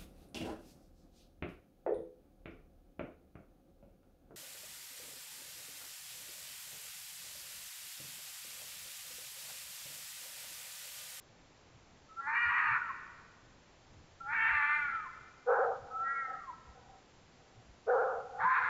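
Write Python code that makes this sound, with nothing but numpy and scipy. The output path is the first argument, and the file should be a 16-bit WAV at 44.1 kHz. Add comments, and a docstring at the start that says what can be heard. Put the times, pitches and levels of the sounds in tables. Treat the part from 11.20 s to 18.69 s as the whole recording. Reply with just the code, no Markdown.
"""A still wood at night, heard through the one microphone of a small trail camera.
A fox screams four times: its vocal folds start in a thin whistle, break into period doubling,
tripling and rasp, and mostly fall back to the whistle. Further off a dog barks twice, rough pulses
ringing its chest and mouth. Trunks scatter the calls into a long tail; underneath lie the
microphone's hiss and a low, bumping rumble."""
import sys
import numpy as np
from scipy import signal
from scipy.fft import rfft, irfft, next_fast_len
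from scipy.io import wavfile
from scipy.ndimage import uniform_filter1d, map_coordinates

SR = 44100
rng = np.random.default_rng(int(sys.argv[2]) if len(sys.argv) > 2 else 0)


def pcm_store(signal):
    """Save signal as 16-bit PCM."""
    levels = np.round(np.clip(np.atleast_2d(signal), -1, 1) * 32767)
    wavfile.write(sys.argv[1], SR, levels.astype(np.int16).T)


N = 330309
T = np.arange(N) / SR
SLIP_S = 0.058  # time the folds take to slip into a way of vibrating


def fox():
    """Four screams and a few yelps, answered by near trunks and the depth of the wood."""
    # One arch per call. Each row: time in seconds, fold pitch in Hz, effort in dB, rasp in dB,
    # upper edge set by the mouth's opening in Hz.
    arches = [
        [(.88, 794.3, -63.5, -25, 1500), (.92, 779.7, -52, -30.5, 1510), (.957, 791, -61, -24.5, 1510),
         (.975, 807, -43, -27.5, 1510), (1.002, 824.6, -37, -29, 1810), (1.012, 820.8, -43, -15, 2050),
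         (1.058, 824.6, -38.5, -18.5, 2040), (1.076, 880.3, -33, -11, 2200), (1.11, 906.5, -32.5, -7, 2420),
         (1.145, 924.5, -31, -6, 2670), (1.175, 941.2, -28, -9, 2760), (1.235, 954, -28.5, -7, 2740),
         (1.29, 948, -29, -2.5, 2840), (1.38, 957, -28, -1.5, 3000), (1.54, 893.2, -29.5, -3.5, 2670),
         (1.578, 869.6, -28.5, -6, 2330), (1.592, 856, -41.5, -15, 2400), (1.70, 789, -39, -14, 1900)],
        [(2.995, 792, -61, -28.5, 1490), (3.012, 825.7, -39.5, -23.5, 1515), (3.04, 809, -48, -25.5, 1790),
         (3.06, 813.2, -41, -24, 1906), (3.095, 854.2, -35, -20, 2250), (3.13, 935.3, -33, -3, 2520),
         (3.185, 886.8, -29.5, -7, 2730), (3.27, 907, -28, -6, 2780), (3.31, 902.6, -28.5, -1.5, 2750),
         (3.36, 887.5, -28, -6.5, 2670), (3.43, 865, -28.5, -6.5, 2540), (3.48, 882.4, -30, -8, 2660),
         (3.53, 901, -28, -10.5, 2600), (3.61, 883.3, -32, -14.5, 2540), (3.68, 844.5, -37, -16.5, 2350),
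         (3.76, 801, -36, -16.5, 2110), (3.84, 734, -46, -9.5, 1580)],
        [(4.7, 771, -50, -40, 1490), (4.76, 788, -35.5, -34, 1470), (4.83, 806, -34.5, -29, 1810),
         (4.89, 819.3, -34, -32.5, 1946), (4.96, 826.5, -35, -29, 2210), (5.06, 795, -38, -22, 2096),
         (5.15, 773.5, -40.5, -12, 1830), (5.185, 745, -59.5, -24, 1600), (5.26, 670, -51, -15.5, 1500)],
        [(7.17, 798, -42, -24, 1300), (7.203, 882, -35, 4, 2210), (7.245, 909, -28.5, 0.5, 2400),
         (7.258, 1014, -25.5, -5, 2400), (7.32, 1050, -28, 0.5, 2450), (7.38, 1056, -29, 6, 2500),
         (7.49, 1013, -32, 2, 2450)],
    ]
    # One row per call: voice breaks and whistle returns in seconds, plain tone in dB,
    # its fade in dB per second, offset of its overtones in dB, hoarse air in dB.
    courses = [(1.078, 1.49, -5, 31.5, 5.5, -37), (3.101, 3.42, -10, 29.5, 4.5, -31),
               (4.85, 4.846, -33, 9, 2, -50), (7.188, 8.4, 7, 70, -5, -42)]
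    # The throat's resonances in each call. Each row: frequency in Hz, gain in dB.
    first_throat = [(500, -46.5), (770, -17), (890, -2.5), (1130, 8), (1420, 1), (1870, 8), (2120, -2.5),
                    (2380, 0.5), (2800, -10), (3300, -16), (3750, -9), (4270, -4), (4700, -14), (5500, -46)]
    second_throat = [(500, -46), (760, -9.5), (890, -4), (1150, -2), (1420, 6), (1800, 6), (2080, 3.5),
                     (2380, 0.5), (2750, -7.5), (3250, -2.5), (3650, -3), (4300, -11.5), (5500, -34)]
    whine_throat = [(600, -56), (1100, -23), (1650, -7), (1920, -5), (2200, -8), (2430, -17), (3200, -28)]
    low_throat = [(400, -58.5), (700, -29), (850, -3), (1050, 4.5), (1300, 1.5), (1700, 4), (2050, -5),
                  (2400, -12), (2750, -9), (3600, -3.5), (4300, -7), (5500, -48.5)]
    # Yelps as calls run out. Each row: centre and half length in seconds, pitch in Hz, level in dB.
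    yelps = [(1.618, 0.0028, 1466, -23), (1.705, 0.0093, 1112, -35), (3.866, 0.0089, 1071, -41),
             (5.297, 0.017, 1011, -39.5)]
    throats = [first_throat, second_throat, whine_throat, low_throat]
    direct = sum(scream(*call) for call in zip(arches, courses, throats))
    direct += sum(yelp(*row) for row in yelps)
    near = amp(-11) * scatter(direct, t60=.14, build_s=.004)
    deep = amp(-12.5) * scatter(direct, t60=1.3, build_s=.023)
    return amp(-2.5) * direct + near + deep


def scream(arch, course, throat, whistle_fade_s=.24):
    """The folds whistle, then break into harsher ways of vibrating, coloured by throat and mouth."""
    # Spells when the folds repeat only every second or every third cycle.
    # Each row: start and length in seconds, level in dB.
    doublings = [(1.155, 0.12, 0), (1.26, 0.15, -2.5), (1.495, 0.067, -4), (3.165, 0.125, -1)]
    triplings = [(1.02, 0.1, -6.5), (1.33, 0.21, -6), (3.095, 0.035, -5.5), (3.325, 0.3, -1),
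                 (3.62, 0.1, -7.5), (4.855, 0.075, -7.5), (4.935, 0.15, -7), (7.36, 0.18, 1.5)]
    # The mouth's main resonance and its upper edge. Each row: Hz at a mouth_scale of 1, gain in dB.
    mouth_resonance = [(1150, 0.5), (1380, 2), (1540, 4), (1660, 3), (1800, 2.5), (1950, -0.5), (2300, 0.5)]
    mouth_edge = [(1900, 1), (2450, 2), (2600, -5.5), (2780, -15.5), (3050, -25)]
    # Air forced past the folds, a hoarse band above the voice. Each row: frequency in Hz, gain in dB.
    air_band = [(2000, -21), (2900, 0), (3300, -1.5), (3800, -7.5), (4350, -8), (4800, -19.5),
                (6000, -43.5)]
    breaks, returns, tone_db, fade_db_per_s, overtone_db, air_db = course
    inside, t, gate = span(arch[0][0], arch[-1][0])
    hz, effort_db, rasp_db, edge_hz = curves(arch, t)
    slack_db = effort_db - effort_db.max()
    rasp_gain = amp(rasp_db)
    mouth_scale = edge_hz / 2500
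    # the whistle sinks while the voice is broken
    broken = np.clip(np.minimum(t - breaks + SLIP_S, returns + SLIP_S - t) / whistle_fade_s, 0, 1)
    whistle_db = -2.5 - 21 * broken + 1.5 * walk(t, 40)
    unrest = .003 + .011 * rasp_gain  # the harsher the voice, the less steady its cycles
    phase = 2 * np.pi * np.cumsum(hz * (1 + .005 * walk(t, 44.93) + unrest * walk(t, 500))) / SR
    # the plain tone comes in towards the break, nearly a sine until the folds are driven hard
    onset_db = -13.5 * np.clip((breaks - t) / .091, 0, 1) ** 2
    plain_db = tone_db + onset_db - fade_db_per_s * np.maximum(t - breaks, 0)
    drive = amp(-9.5 + overtone_db + 3.9 * slack_db)
    plain = stack(t, phase, [1], wander_rad=.6 * rasp_gain) + drive * stack(t, phase, [2, 3])
    halves, thirds = subharmonics(t, phase, rasp_gain, slack_db)
    # the whistle keeps five cycles to every three of the folds, and frays as the rasp grows
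    whistle = np.cos(phase * 5 / 3 + 1.2 * np.sqrt(rasp_gain) * walk(t, 150))
    chaos = rasp(t, phase / 2, flutter_db=-.5, flutter_rate=90)
    chaos = sliding_colour(chaos, mouth_resonance, mouth_scale)
    ways = [(plain, amp(plain_db)), (halves, spells(doublings, t)),
            (thirds, spells(triplings, t)), (chaos, rasp_gain)]
    body = sum(gain * unit(colour(way, throat)) for way, gain in ways)
    body = sliding_colour(body, mouth_edge, mouth_scale)
    voice = steady(amp(whistle_db) * unit(whistle) + body)
    air = amp(air_db) * unit(colour(rasp(t, phase, flutter_db=3, flutter_rate=77), air_band))
    air_rise = np.clip((t - breaks) / .33, 0, 1)
    stutter_db = 2.2 * np.clip((t - returns) / whistle_fade_s, 0, 1) * walk(t, 70)
    shimmer_db = .86 * walk(t, 35)
    out = np.zeros(N)
    out[inside] = (voice + air_rise * air) * gate * amp(effort_db + stutter_db + shimmer_db)
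    return out


def subharmonics(t, phase, rasp_gain, slack_db):
    """Folds repeating every second or third cycle give partials on a half or a third of the pitch."""
    def partials(period, multiples):
        return stack(t, phase / period, multiples, flicker_db=3.5 * rasp_gain ** .2,
                     flicker_rate=30, wander_rad=rasp_gain)

    halves = amp(-3.5) * partials(2, [3]) + partials(2, range(4, 12))
    thirds = amp(2 + .18 * slack_db) * partials(3, [3, 4]) + partials(3, range(6, 17))
    return halves, thirds


def spells(rows, t):
    """Gain of a way of vibrating that ramps in and out."""
    return sum(amp(db) * np.clip(.5 + np.minimum(t - start, start + length - t) / SLIP_S, 0, 1)
               for start, length, db in rows)


def rasp(t, phase, flutter_db, flutter_rate):
    """Chaotic vibration: a burst of noise each cycle, in uneven flurries."""
    return rng.standard_normal(len(t)) * (1 + np.cos(phase)) * amp(flutter_db * walk(t, flutter_rate))


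def yelp(centre, half, hz, db, fall_octaves_per_s=3.7, waver=.028):
    """A last squeeze of the whistle, sliding down."""
    inside, t, gate = span(centre - 3 * half, centre + 3 * half)
    pitch = hz * 2 ** (-fall_octaves_per_s * (t - centre)) * (1 + waver * walk(t, 300))
    tone = unit(np.sin(2 * np.pi * np.cumsum(pitch) / SR))
    out = np.zeros(N)
    out[inside] = amp(db) * gate * np.exp(-.5 * ((t - centre) / half) ** 2) * tone
    return out


def dog():
    """Two barks further off, with hollow echoes that come and go in a long far tail."""
    # Each row: start and length in seconds, chest level and open-mouth level in dB.
    barks = [(4.253, 0.2696, -28.5, -32), (6.657, 0.34, -29, -33.5)]
    # The hollow colour of the far tail and echoes. Each row: frequency in Hz, gain in dB.
    far_colour = [(300, -32), (430, -18.5), (510, -10), (620, -14.5), (740, -2), (810, -1.5), (950, -13),
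                  (1400, -14), (2200, -24)]
    # Echoes off the far edges of the wood. Each row: delay in seconds, gain in dB.
    far_echoes = [(.32, -13), (.68, -17), (1.27, -26), (1.9, -35)]
    direct = sum(bark(*row) for row in barks)
    deep = amp(-18.5) * scatter(direct, t60=1.2, build_s=.03)
    hollow = colour(direct, far_colour)
    tail = amp(-17) * scatter(hollow, t60=3, build_s=.1)
    thrown = scatter(hollow, t60=.12, build_s=.005)
    echoes = sum(amp(db) * np.interp(T - delay, T, thrown, left=0) for delay, db in far_echoes)
    flutter = amp(3.2 * walk(T, 13))
    return direct + deep + (tail + echoes) * flutter


def bark(start, length, low_db, open_db, jitter=.1137, release_s=.1):
    """Rough low pulses ring the chest first; the upper resonances follow as the mouth opens."""
    # Pitch through a bark. Each row: share of its length from 0 to 1, pitch in Hz.
    pitch_curve = [(0, 235.9), (.15, 244.9), (.35, 252.2), (.5, 242), (1, 253.3)]
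    # Resonances of chest and mouth. Each row: frequency in Hz, gain in dB.
    chest_colour = [(230, -49), (345, -23), (420, -9.5), (480, -1), (545, -3), (620, -16), (1200, -95.5)]
    mouth_colour = [(300, -45), (680, 1), (780, 11), (880, -2.5), (980, -0.5), (1110, -3.5), (1280, 3.5),
                    (1480, 3.5), (1720, -12.5), (1950, -29), (2400, -34), (3500, -89.5)]
    inside, t, gate = span(start, start + length + release_s)
    age = t - start
    release_db = -17.5 * np.maximum(age - length, 0) / release_s
    catch_db = -11 * np.exp(-((t - 4.36) / .018) ** 2)  # the chest tone catches in the first bark
    chest_db = low_db + swell(age, attack_s=.032, hold_s=.048, fade_db_per_s=56.5) + release_db + catch_db
    mouth_db = open_db + swell(age, attack_s=.04, hold_s=.12, fade_db_per_s=54.5) + release_db
    hz, = curves(pitch_curve, age / length)
    rough = amp(-7.5 * np.clip(1 - age / .075, 0, 1))  # starts cleaner and soon roughens
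    phase = 2 * np.pi * np.cumsum(hz * (1 + rough * jitter * walk(t, 160))) / SR
    pulses = unit(stack(t, phase, range(2, 12), flicker_db=5.5))
    chaos = unit(rasp(t, phase, flutter_db=-1.5, flutter_rate=80))
    chest = steady(colour(pulses + rough * amp(-4) * chaos, chest_colour), size=700)
    mouth = colour(pulses + amp(6) * chaos, mouth_colour)
    mouth = steady(jaws(mouth, mouth_db), size=700)
    out = np.zeros(N)
    out[inside] = gate * (amp(chest_db) * chest + amp(mouth_db) * mouth)
    return out


def swell(age, attack_s, hold_s, fade_db_per_s):
    """Level in dB of a sound that rises from a soft start, holds and fades."""
    rise = np.clip(age / attack_s, .02, 1) ** 2
    return 20 * np.log10(rise) - fade_db_per_s * np.maximum(age - attack_s - hold_s, 0)


def jaws(x, level_db, corner_hz=1520, treble_db_per_db=.94):
    """The jaws part with effort, so the loudest moments are the brightest."""
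    dull = signal.sosfiltfilt(signal.butter(3, corner_hz, fs=SR, output="sos"), x)
    return dull + (x - dull) * amp(treble_db_per_db * (level_db - level_db.max()))


def scatter(x, t60, build_s):
    """Echoes off trunks, of very uneven size, that build up and die away."""
    t = T[:2 * SR]
    trunks = rng.standard_normal(len(t)) * (rng.random(len(t)) < .05)
    response = trunks * np.exp(-np.log(1000) * t / t60) * (1 - np.exp(-t / build_s))
    return signal.fftconvolve(x, response / np.sqrt(np.sum(response ** 2)))[:N]


def bumps():
    """Soft, dull thuds of a few cycles each."""
    # Each row: centre in seconds, peak level in dB, pitch in Hz.
    thuds = [(0.559, -54.5, 100), (1.28, -49.5, 87.3), (1.52, -45, 126.2), (2.931, -57, 135),
             (3.34, -46, 81.7), (4.63, -52.5, 89.44), (5.497, -49.5, 69.6), (6.381, -52.5, 129.4),
             (6.502, -51, 64.7), (7.247, -48, 130)]
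    phase_per_hz = 2 * np.pi * np.cumsum(1 + .3 * walk(T, 200)) / SR
    return sum(amp(db) * np.exp(-np.abs(T - centre) / .022) * np.sin(hz * phase_per_hz)
               for centre, db, hz in thuds)


def hiss():
    """Even microphone hiss over a restless low rumble."""
    # Microphone noise and the hush of the wood. Each row: frequency in Hz, gain in dB.
    floor_colour = [(20, -2.5), (120, 0), (200, -3.5), (500, -7), (800, -8), (1300, -13), (2000, -14.5),
                    (3500, -18), (6000, -20.5), (7500, -21.5)]
    noise = unit(colour(rng.standard_normal(N), floor_colour))
    low = signal.sosfiltfilt(signal.butter(2, 220, fs=SR, output="sos"), noise)
    restless = amp(2.3 * walk(T, 11))
    return amp(-61) * (noise - low + low * restless)


def amp(db):
    """Decibels to gain."""
    return 10 ** (np.asarray(db) / 20)


def unit(x):
    """Scale to rms 1."""
    return x / np.sqrt(np.mean(x ** 2))


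def steady(x, size=1100):
    """Hold the rms over `size` samples at 1, so that effort alone sets the loudness."""
    return x / np.sqrt(np.abs(uniform_filter1d(x ** 2, size)) + 1e-12)


def curves(rows, t):
    """The columns of a table, joined by straight lines at times t."""
    times, *columns = np.transpose(rows)
    return [np.interp(t, times, column) for column in columns]


def walk(t, rate):
    """A smooth random curve of rms 1 that changes `rate` times a second."""
    steps = rng.standard_normal(8192)
    return unit(map_coordinates(steps, [(t - t[0]) * rate], order=3, mode="wrap"))


def span(start, end, fade=.015):
    """The samples that a call covers, their times, and a gate with soft edges."""
    inside = (T >= start) & (T <= end + fade)
    t = T[inside]
    return inside, t, np.clip(np.minimum(t - t[0], end + fade - t) / fade, 0, 1)


def stack(t, phase, multiples, flicker_db=2, flicker_rate=22, wander_rad=0):
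    """Partials on multiples of a phase, each swelling, fading and bending on its own."""
    return sum(np.cos(k * phase + 2 * np.pi * rng.random() + wander_rad * walk(t, 59.96))
               * amp(flicker_db * walk(t, flicker_rate)) for k in multiples)


def colour(x, points):
    """Filter by a spectrum of (Hz, dB) points."""
    size = next_fast_len(len(x) + 4096)
    hz, db = np.transpose(points)
    bin_hz = np.maximum(np.arange(size // 2 + 1) * SR / size, 1)
    gain = amp(np.interp(np.log(bin_hz), np.log(hz), db))
    return irfft(rfft(x, size) * gain, size)[:len(x)]


def sliding_colour(x, points, scale):
    """Filter by a spectrum whose frequencies follow a moving scale: stretch, filter, stretch back."""
    clock = np.cumsum(scale)
    positions = np.interp(np.arange(clock[-1]), clock, np.arange(len(x)))
    stretched = map_coordinates(x, [positions], mode="nearest")
    return map_coordinates(colour(stretched, points), [clock], mode="nearest")


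def scene():
    """Fox, dog and the night's noise floor in one channel."""
    return (fox() + dog() + bumps() + hiss())[None]


def record(dry, top_hz=7450):
    """The trail camera cuts off the upper treble."""
    return signal.sosfilt(signal.ellip(10, .2, 70, top_hz, fs=SR, output="sos"), dry)


dry = scene()
out = record(dry)
pcm_store(out)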